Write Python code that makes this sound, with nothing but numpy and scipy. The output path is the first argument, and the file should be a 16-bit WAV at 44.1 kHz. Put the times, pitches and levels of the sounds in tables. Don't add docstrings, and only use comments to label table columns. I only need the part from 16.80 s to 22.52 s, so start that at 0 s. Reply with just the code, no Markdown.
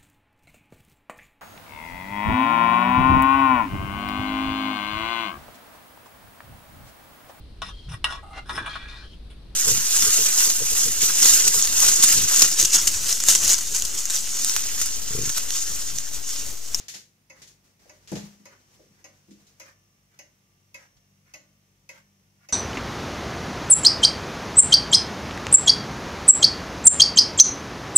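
import sys
import numpy as np
from scipy import signal
from scipy.fft import rfft, irfft, next_fast_len
from scipy.io import wavfile
from scipy.ndimage import uniform_filter1d, map_coordinates

SR = 44100
rng = np.random.default_rng(int(sys.argv[2]) if len(sys.argv) > 2 else 0)


def persist_wave(psi):
    counts = np.round(np.clip(psi, -1, 1) * 32767).astype(np.int16)
    wavfile.write(sys.argv[1], SR, np.atleast_2d(counts).T)


N = 252468
NOW = np.arange(N) / SR
T = np.arange(SR * 3 // 4) / SR

# pitch_hz, level_db_per_hz
AIR_COLOUR = [(20, -15), (35, -19), (60, -18.5), (110, -12.5), (200, -12.5), (280, -18.5), (545, -22),
              (1100, -26), (1650, -27.5), (2050, -23), (4250, -29), (5900, -23), (7500, -30.5),
              (16000, -32)]
# pitch_hz, level_db
MOTOR_HUM = [(48.6, -79), (52.6, -79), (97.6, -68.5), (129.5, -77.5), (147, -70.5), (245, -84.5),
             (342, -83)]
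# pitch_hz, left_minus_right_db
AIR_BALANCE = [(60, 4), (200, 1), (700, 1), (1290, -5.5), (2400, -1), (4400, -0.5), (8100, 1),
               (15000, -0.5)]
# pitch_hz, left_minus_right_db
CLOCK_BALANCE = [(60, -29), (110, 4.5), (200, 1), (400, 2), (1300, -2), (2400, -1), (4400, -0.5),
                 (8100, 5.5), (15000, 5.5)]
# pitch_hz, likeness (1 is the same)
LIKENESS = [(60, 0.67), (150, 0.97), (300, 0.68), (640, 0.52), (1400, -0.23), (3100, 0.16), (7000, -0.065),
            (15000, 0.017)]
# pitch_hz, t60_s
ROOM_DECAY = [(150, 0.63), (600, 0.53), (2000, 0.4), (6000, 0.35), (14000, 0.13)]

# start_s, length_s, level_db
RUBS = [(0, .07, -61), (0.553, 0.16, -60), (0.834, .05, -64.5), (0.988, .28, -61), (1.29, 0.18, -52.5),
        (1.59, 1.2, -65), (1.9, 0.076, -61.5)]
# pitch_hz, level_db_per_hz
RUB_COLOUR = [(100, 4), (250, 10), (600, 2), (1200, 0), (2200, 0.5), (3500, -3), (6000, 3), (9000, -7.5),
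              (16000, -12)]
RUB_ATTACK_S, RUB_RELEASE_S = 0.01, 0.077

# time_s, clearness (0 to 1)
CLEARNESS = [(0, 0.52), (1.32, 0.43), (1.6, 0.65), (2.2, 0.7), (2.7, 1)]
# pitch_hz, level_db
MUFFLING = [(600, 3.5), (2000, 0.5), (3200, -16), (6400, -3.5), (11000, -36)]
# start_s, level_db, pitch_hz, contact (hard or soft)
KNOCKS = [(0.147, -56, 300, "hard"), (1.052, -50, 573, "soft"), (1.3176, -29, 234, "hard"),
          (1.356, -36.5, 330, "hard"), (1.425, -40, 170, "soft"), (1.597, -53, 215, "soft"),
          (1.992, -48, 504, "soft"), (2.101, -59.5, 202, "soft"), (2.485, -48.5, 260, "soft"),
          (2.509, -45.5, 267, "soft")]
# pitch_hz, level_db, t60_s
WOOD_TONES = [(92, -15, .2), (128, -11, .2), (146, -1, .26), (174, 0, .24), (203, 2, .38), (276, -9, .22),
              (322, -1, .28), (383, -8, .34), (415, -14, .25), (440, -14, .25), (472, -12, .28),
              (499, -10, .33), (534, -11, .3), (570, -13, .22), (600, -9, .24), (648, -11, .22),
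              (727, -15, .25), (827, -10, .25), (862, -13, .22)]
# pitch_hz, level_db_per_hz
THUD_COLOUR = [(50, -37), (110, 12), (200, -10.5), (270, 10), (600, -8), (1000, -6.5), (2500, -4),
               (8000, -41)]
HARD_REACH_OCTAVES, HARD_BLOW_RISE_S = 1.7, 0.0013
SOFT_REACH_OCTAVES, SOFT_BLOW_RISE_S = 0.37, 0.0011

# start_s, level_db, hardness (0 to 1), t60_s, brightness_db_per_octave
SNAPS = [(0.0, -45, 0.65, 0.32, -2.5), (0.083, -34, 0.7, 0.36, 1), (0.138, -33, 0, 0.26, -1),
         (0.618, -42.5, 0.34, 0.23, -1.1), (0.671, -47.5, 0.2, 0.25, 1.3), (1.2746, -45, 0.54, .6, -1.5),
         (1.3167, -43, 0.84, .45, 3), (1.355, -35.5, 0.44, 0.3, -3.5), (2.508, -54.5, 0.5, 0.28, -0.5),
         (2.665, -52.5, 0.05, 0.19, 0.5), (4.167, -57.5, 0.34, 0.088, -4)]
# pitch_hz, level_db_per_hz
METAL_COLOUR = [(180, -13), (300, -28), (405, -11), (624, -12.5), (1150, -13.5), (1780, -2.5), (2520, -3.5),
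                (6850, 4.5), (8220, -7), (14000, -13), (15200, -23), (16000, -37)]
SOFT_RISE_S, HARD_RISE_S = .005, .0005
SOFT_CRACK_DB, HARD_CRACK_DB, CRACK_T60_S = -6, 14, .0035

# pitch_hz, level_db
RINGING_TONES = [(1179, -87), (2745, -88), (3090, -89.5), (5394, -94), (5690, -99), (5739, -83.5),
                 (5787, -80.5), (6132, -87.5), (6180, -103)]
GONG_DECAY_S, GONG_WAVER_DB = 0.99, 2.5
JOLT_DB = 35
NOTE_HZ, NOTE_DB, NOTE_MUFFLED_DB, NOTE_SWELL_DB = 193.7, -71, -9, 3

# start_s, level_db, plates_db
BEATS = [(0.498, -45, 0.5), (1.094, -45.5, -5), (1.654, -42, -7), (2.242, -44, -2), (2.798, -39.5, -5),
         (3.389, -43.5, -1), (3.943, -41.5, 1), (4.537, -41.5, 0), (5.090, -41.5, 1.5), (5.687, -41, -4)]
# pitch_hz, tick_db, tock_db, t60_s
BOARD_TONES = [(311, -18.5, -15.5, 0.43), (538.6, -4, -8.5, 0.31), (594, -8, -8, 0.32),
               (622, -30, -12, 0.29), (757, -34, -9.5, 0.14), (812, -16, -8, 0.13), (940, -7.5, -9, 0.083),
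               (983, -1, -12, 0.12), (1064, -28, -43.5, 1), (1500, -20.5, -20, 0.54), (1756, -20.5, -30, 1)]
# pitch_hz, tick_db, tock_db, t60_s
PLATE_TONES = [(1960, -12.5, -22, 0.16), (1985, -7, -4, 0.21), (2050, -6, -26, 0.23),
               (2150, -5.5, -8.5, 0.31), (2177, 2, -4, 0.096), (2340, -52, -13, .16), (2561, 5, -2, 0.1),
               (2590, 5.5, 7, 0.06), (2820, -9, -59, 0.037), (2860, -20, -8, 0.2)]
# pitch_hz, tick_db, tock_db, t60_s
WHEEL_TONES = [(4920, -12, -13, .11), (5040, -12, -13, .1), (5330, -13, -10, .09), (5830, -18, -14, .13),
               (6115, -17, -11, .13), (6255, -16, -13, .13), (6390, -14, -13, .13), (6505, -10, -8, .14),
               (6590, -14, -10, .1), (7127, -15, -20, .12)]
# pitch_hz, level_db_per_hz
CLACK_COLOUR = [(200, -13), (500, -4), (1250, -6.5), (2250, 1.5), (3500, -9), (5000, -2.5), (6500, 3.5),
                (8400, -21), (11000, -10), (13000, -14.5), (16000, -26)]
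# pitch_hz, level_db_per_hz
SNAP_COLOUR = [(2000, -5), (6000, -1), (8400, -6), (11500, 2.5), (16000, -9.5)]
# pitch_hz, level_db_per_hz
SLIDE_COLOUR = [(120, -61), (300, -7), (550, -7.5), (1100, 2.5), (1750, 6), (2300, 3), (3600, -10),
                (5800, -3), (8500, -13.5), (16000, -18)]
TICK_CASE_DB, TICK_WHEEL_DB, TICK_RUB_DB = -4.5, 2.2, -13
TOCK_CASE_DB, TOCK_WHEEL_DB, TOCK_RUB_DB = -2.2, 5, -20

TOP_HZ = 15700


def amp(db):
    return 10 ** (np.asarray(db) / 20)


def unit(x):
    return x / np.sqrt(np.mean(x ** 2) + 1e-20)


def along(points, hz):
    f, v = np.transpose(points)
    return np.interp(np.log(hz + 1), np.log(f + 1), v)


def fade(t60, rise):
    return np.exp(-np.log(1000) * T / t60) * (1 - np.exp(-T / rise))


def filtered(x, gain):
    n = x.shape[-1]
    m = next_fast_len(n + SR // 4)
    return irfft(rfft(x, m) * gain(np.fft.rfftfreq(m, 1 / SR)), m)[..., :n]


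def spread(hz):
    return np.arccos(np.clip(along(LIKENESS, hz), -1, 1)) / 2


def noise(colour, size=len(T)):
    def gain(hz):
        return amp(along(colour, hz)) * np.array([np.cos(spread(hz)), np.sin(spread(hz))])
    mid, side = filtered(rng.standard_normal((2, size)), gain)
    return unit(np.array([mid + side, mid - side]))


def uneven(depth_db, smooth_samples):
    return amp(depth_db * unit(uniform_filter1d(rng.standard_normal(len(T)), size=smooth_samples)))


def wobble(rate):
    return map_coordinates(rng.standard_normal(256), [NOW * rate], mode="mirror")


def ring(tones, rise, blur_hz):
    out = np.zeros((2, len(T)))
    for k, (hz, db, t60) in enumerate(tones):
        lag = spread(hz) * rng.choice([-1, 1]) * np.array([[1], [-1]])
        drift = np.cumsum(rng.standard_normal(len(T))) * np.sqrt(2 * np.pi * blur_hz / SR)
        drift = uniform_filter1d(drift, size=160)
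        tone = np.sin(2 * np.pi * hz * T + lag + drift)
        out += (-1) ** k * amp(db + rng.normal()) * fade(t60, rise) * tone
    return out


def add(track, s, sound):
    start = max(round(s * SR), 0)
    part = track[:, start:start + sound.shape[1]]
    part += sound[:, :part.shape[1]]


def in_case(x, echo_db, count=6):
    out = x.copy()
    for delay, sign in zip(rng.uniform(.001, .008, count), rng.choice([-1, 1], count)):
        add(out, delay, sign * amp(echo_db) * x)
    return out / np.sqrt(1 + count * amp(echo_db) ** 2)


def in_room(x, wet_db):
    hz, t, bands = signal.stft(noise([(100, 0), (10000, 0)]), SR, nperseg=256)
    decay = np.exp(-np.log(1000) * t / along(ROOM_DECAY, hz)[:, None])
    tail = signal.istft(bands * decay, SR, nperseg=256)[1][:, :len(T)]
    tail = tail * (1 - np.exp(-T / 0.00074))
    tail = tail / np.linalg.norm(tail[0])
    return x + amp(wet_db) * signal.fftconvolve(x[:1], tail, axes=1)[:, :len(T)]


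def clearness():
    return np.clip(np.interp(NOW, *np.transpose(CLEARNESS)), 0, 1)


def panned(x, balance):
    return filtered(x, lambda hz: amp(along(balance, hz) * np.array([[.5], [-.5]])))


def background():
    hum = 0
    for hz, db in MOTOR_HUM:
        hum = hum + amp(db + 2.2 * wobble(5)) * np.sin(2 * np.pi * hz * NOW + .7 * wobble(7))
    return hum + amp(-66.0) * noise(AIR_COLOUR, size=N)


def low_note():
    level_db = NOTE_DB + NOTE_MUFFLED_DB * (1 - clearness()) + NOTE_SWELL_DB * wobble(8.9)
    return amp(level_db) * np.sin(2 * np.pi * NOTE_HZ * NOW + .8 * wobble(9))


def rubbing():
    power = np.zeros(N)
    for s, length, db in RUBS:
        attack = np.clip((NOW - s) / RUB_ATTACK_S, 0, 1)
        release = np.exp(-np.maximum(NOW - s - length, 0) / RUB_RELEASE_S)
        power += (amp(db) * attack * release) ** 2
    return np.sqrt(power) * amp(2.0 * wobble(34.88)) * noise(RUB_COLOUR, size=N)


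def door():
    out = np.zeros((2, N))
    for s, db, blow_hz, contact in KNOCKS:
        hard = contact == "hard"
        octaves = HARD_REACH_OCTAVES if hard else SOFT_REACH_OCTAVES
        rise = HARD_BLOW_RISE_S if hard else SOFT_BLOW_RISE_S

        def reach_db(hz):
            return -10 * np.log10(1 + (np.log2((hz + 1) / blow_hz) / octaves) ** 4)

        struck = [(hz, level + reach_db(hz), t60) for hz, level, t60 in WOOD_TONES]
        tones = ring(struck, rise=rise, blur_hz=1.0)
        thud = noise(THUD_COLOUR) * fade(t60=.22, rise=rise)
        thud = filtered(thud, lambda hz: amp(reach_db(hz)))
        add(out, s, amp(db - 1.0) * (tones + thud))
    return out


def catch():
    out = np.zeros((2, N))
    for s, db, hardness, t60, bright_db in SNAPS:
        rise = SOFT_RISE_S * (HARD_RISE_S / SOFT_RISE_S) ** hardness
        crack_db = SOFT_CRACK_DB + (HARD_CRACK_DB - SOFT_CRACK_DB) * hardness
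        colour = [(hz, level + bright_db * np.log2(hz)) for hz, level in METAL_COLOUR]
        wash = uneven(0.52, smooth_samples=110) * fade(t60, rise)
        crack = amp(crack_db) * fade(CRACK_T60_S, rise=.0001)
        add(out, s, amp(db) * noise(colour) * (wash + crack))
    return out


def gong():
    def shake(s):
        return (NOW > s) * np.exp(-np.abs(NOW - s) / GONG_DECAY_S)

    from_beats = sum(shake(s) for s, *_ in BEATS)
    from_knocks = np.sqrt(sum((amp(db + JOLT_DB) * shake(s)) ** 2 for s, db, *_ in KNOCKS))
    tones = np.zeros((2, N))
    for hz, db in RINGING_TONES:
        lag = spread(hz) * np.array([[1], [-1]])
        tone = np.sin(2 * np.pi * hz * NOW + .6 * wobble(26) + lag)
        tones += amp(db + GONG_WAVER_DB * wobble(5.01)) * tone
    # pitch_hz, level_db_per_hz
    crowded = [(4000, -24), (5300, -40), (5800, -32), (6400, 0), (7600, -10), (10000, -65)]
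    shimmer = amp(-88.5) * noise(crowded, size=N)
    return (from_beats + from_knocks) * (tones + shimmer)


def slide(peak_s, width_s):
    grit = unit(uneven(2.5, smooth_samples=180))
    swell = 1 / np.cosh((T - peak_s) / width_s) ** 2
    return in_case(noise(SLIDE_COLOUR) * grit, echo_db=-4.5) * swell


def escapement():
    out = np.zeros((2, N))
    for k, (s, db, plates_db) in enumerate(BEATS):
        tock = k % 2 == 1
        case_db = TOCK_CASE_DB if tock else TICK_CASE_DB
        wheel_db = TOCK_WHEEL_DB if tock else TICK_WHEEL_DB

        def struck(table):
            return [(hz, tock_db if tock else tick_db, t60) for hz, tick_db, tock_db, t60 in table]

        plates = amp(plates_db) * ring(struck(PLATE_TONES), rise=0.0042, blur_hz=13)
        wheel = amp(wheel_db) * ring(struck(WHEEL_TONES), rise=0.00064, blur_hz=23.3)
        board = amp(case_db) * ring(struck(BOARD_TONES), rise=0.0084, blur_hz=7.4)
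        clack = amp(-2.9) * noise(CLACK_COLOUR) * fade(t60=0.14, rise=0.0015)
        snap = amp(0.5) * noise(SNAP_COLOUR) * fade(t60=0.021, rise=0.0012)
        clack = in_room(in_case(clack, echo_db=-12.0), wet_db=-3.5)
        add(out, s, amp(db) * (snap + plates + wheel + board + clack))
        if tock:
            add(out, s - .11, amp(db + TOCK_RUB_DB) * slide(peak_s=0.068, width_s=0.033))
        else:
            add(out, s, amp(db + TICK_RUB_DB) * slide(peak_s=0.078, width_s=0.044))
    muffled = filtered(out, lambda hz: amp(along(MUFFLING, hz)))
    return clearness() * out + (1 - clearness()) * muffled


def scene():
    clock = low_note() + rubbing() + door() + catch() + gong() + escapement()
    return panned(background(), AIR_BALANCE) + panned(clock, CLOCK_BALANCE)


def record(dry):
    bass_cut = [(25, -26), (36, -18), (47, -1.5)]  # pitch_hz, level_db
    return filtered(dry, lambda hz: amp(along(bass_cut, hz)) * (hz < TOP_HZ))


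dry = scene()
out = record(dry)
persist_wave(out)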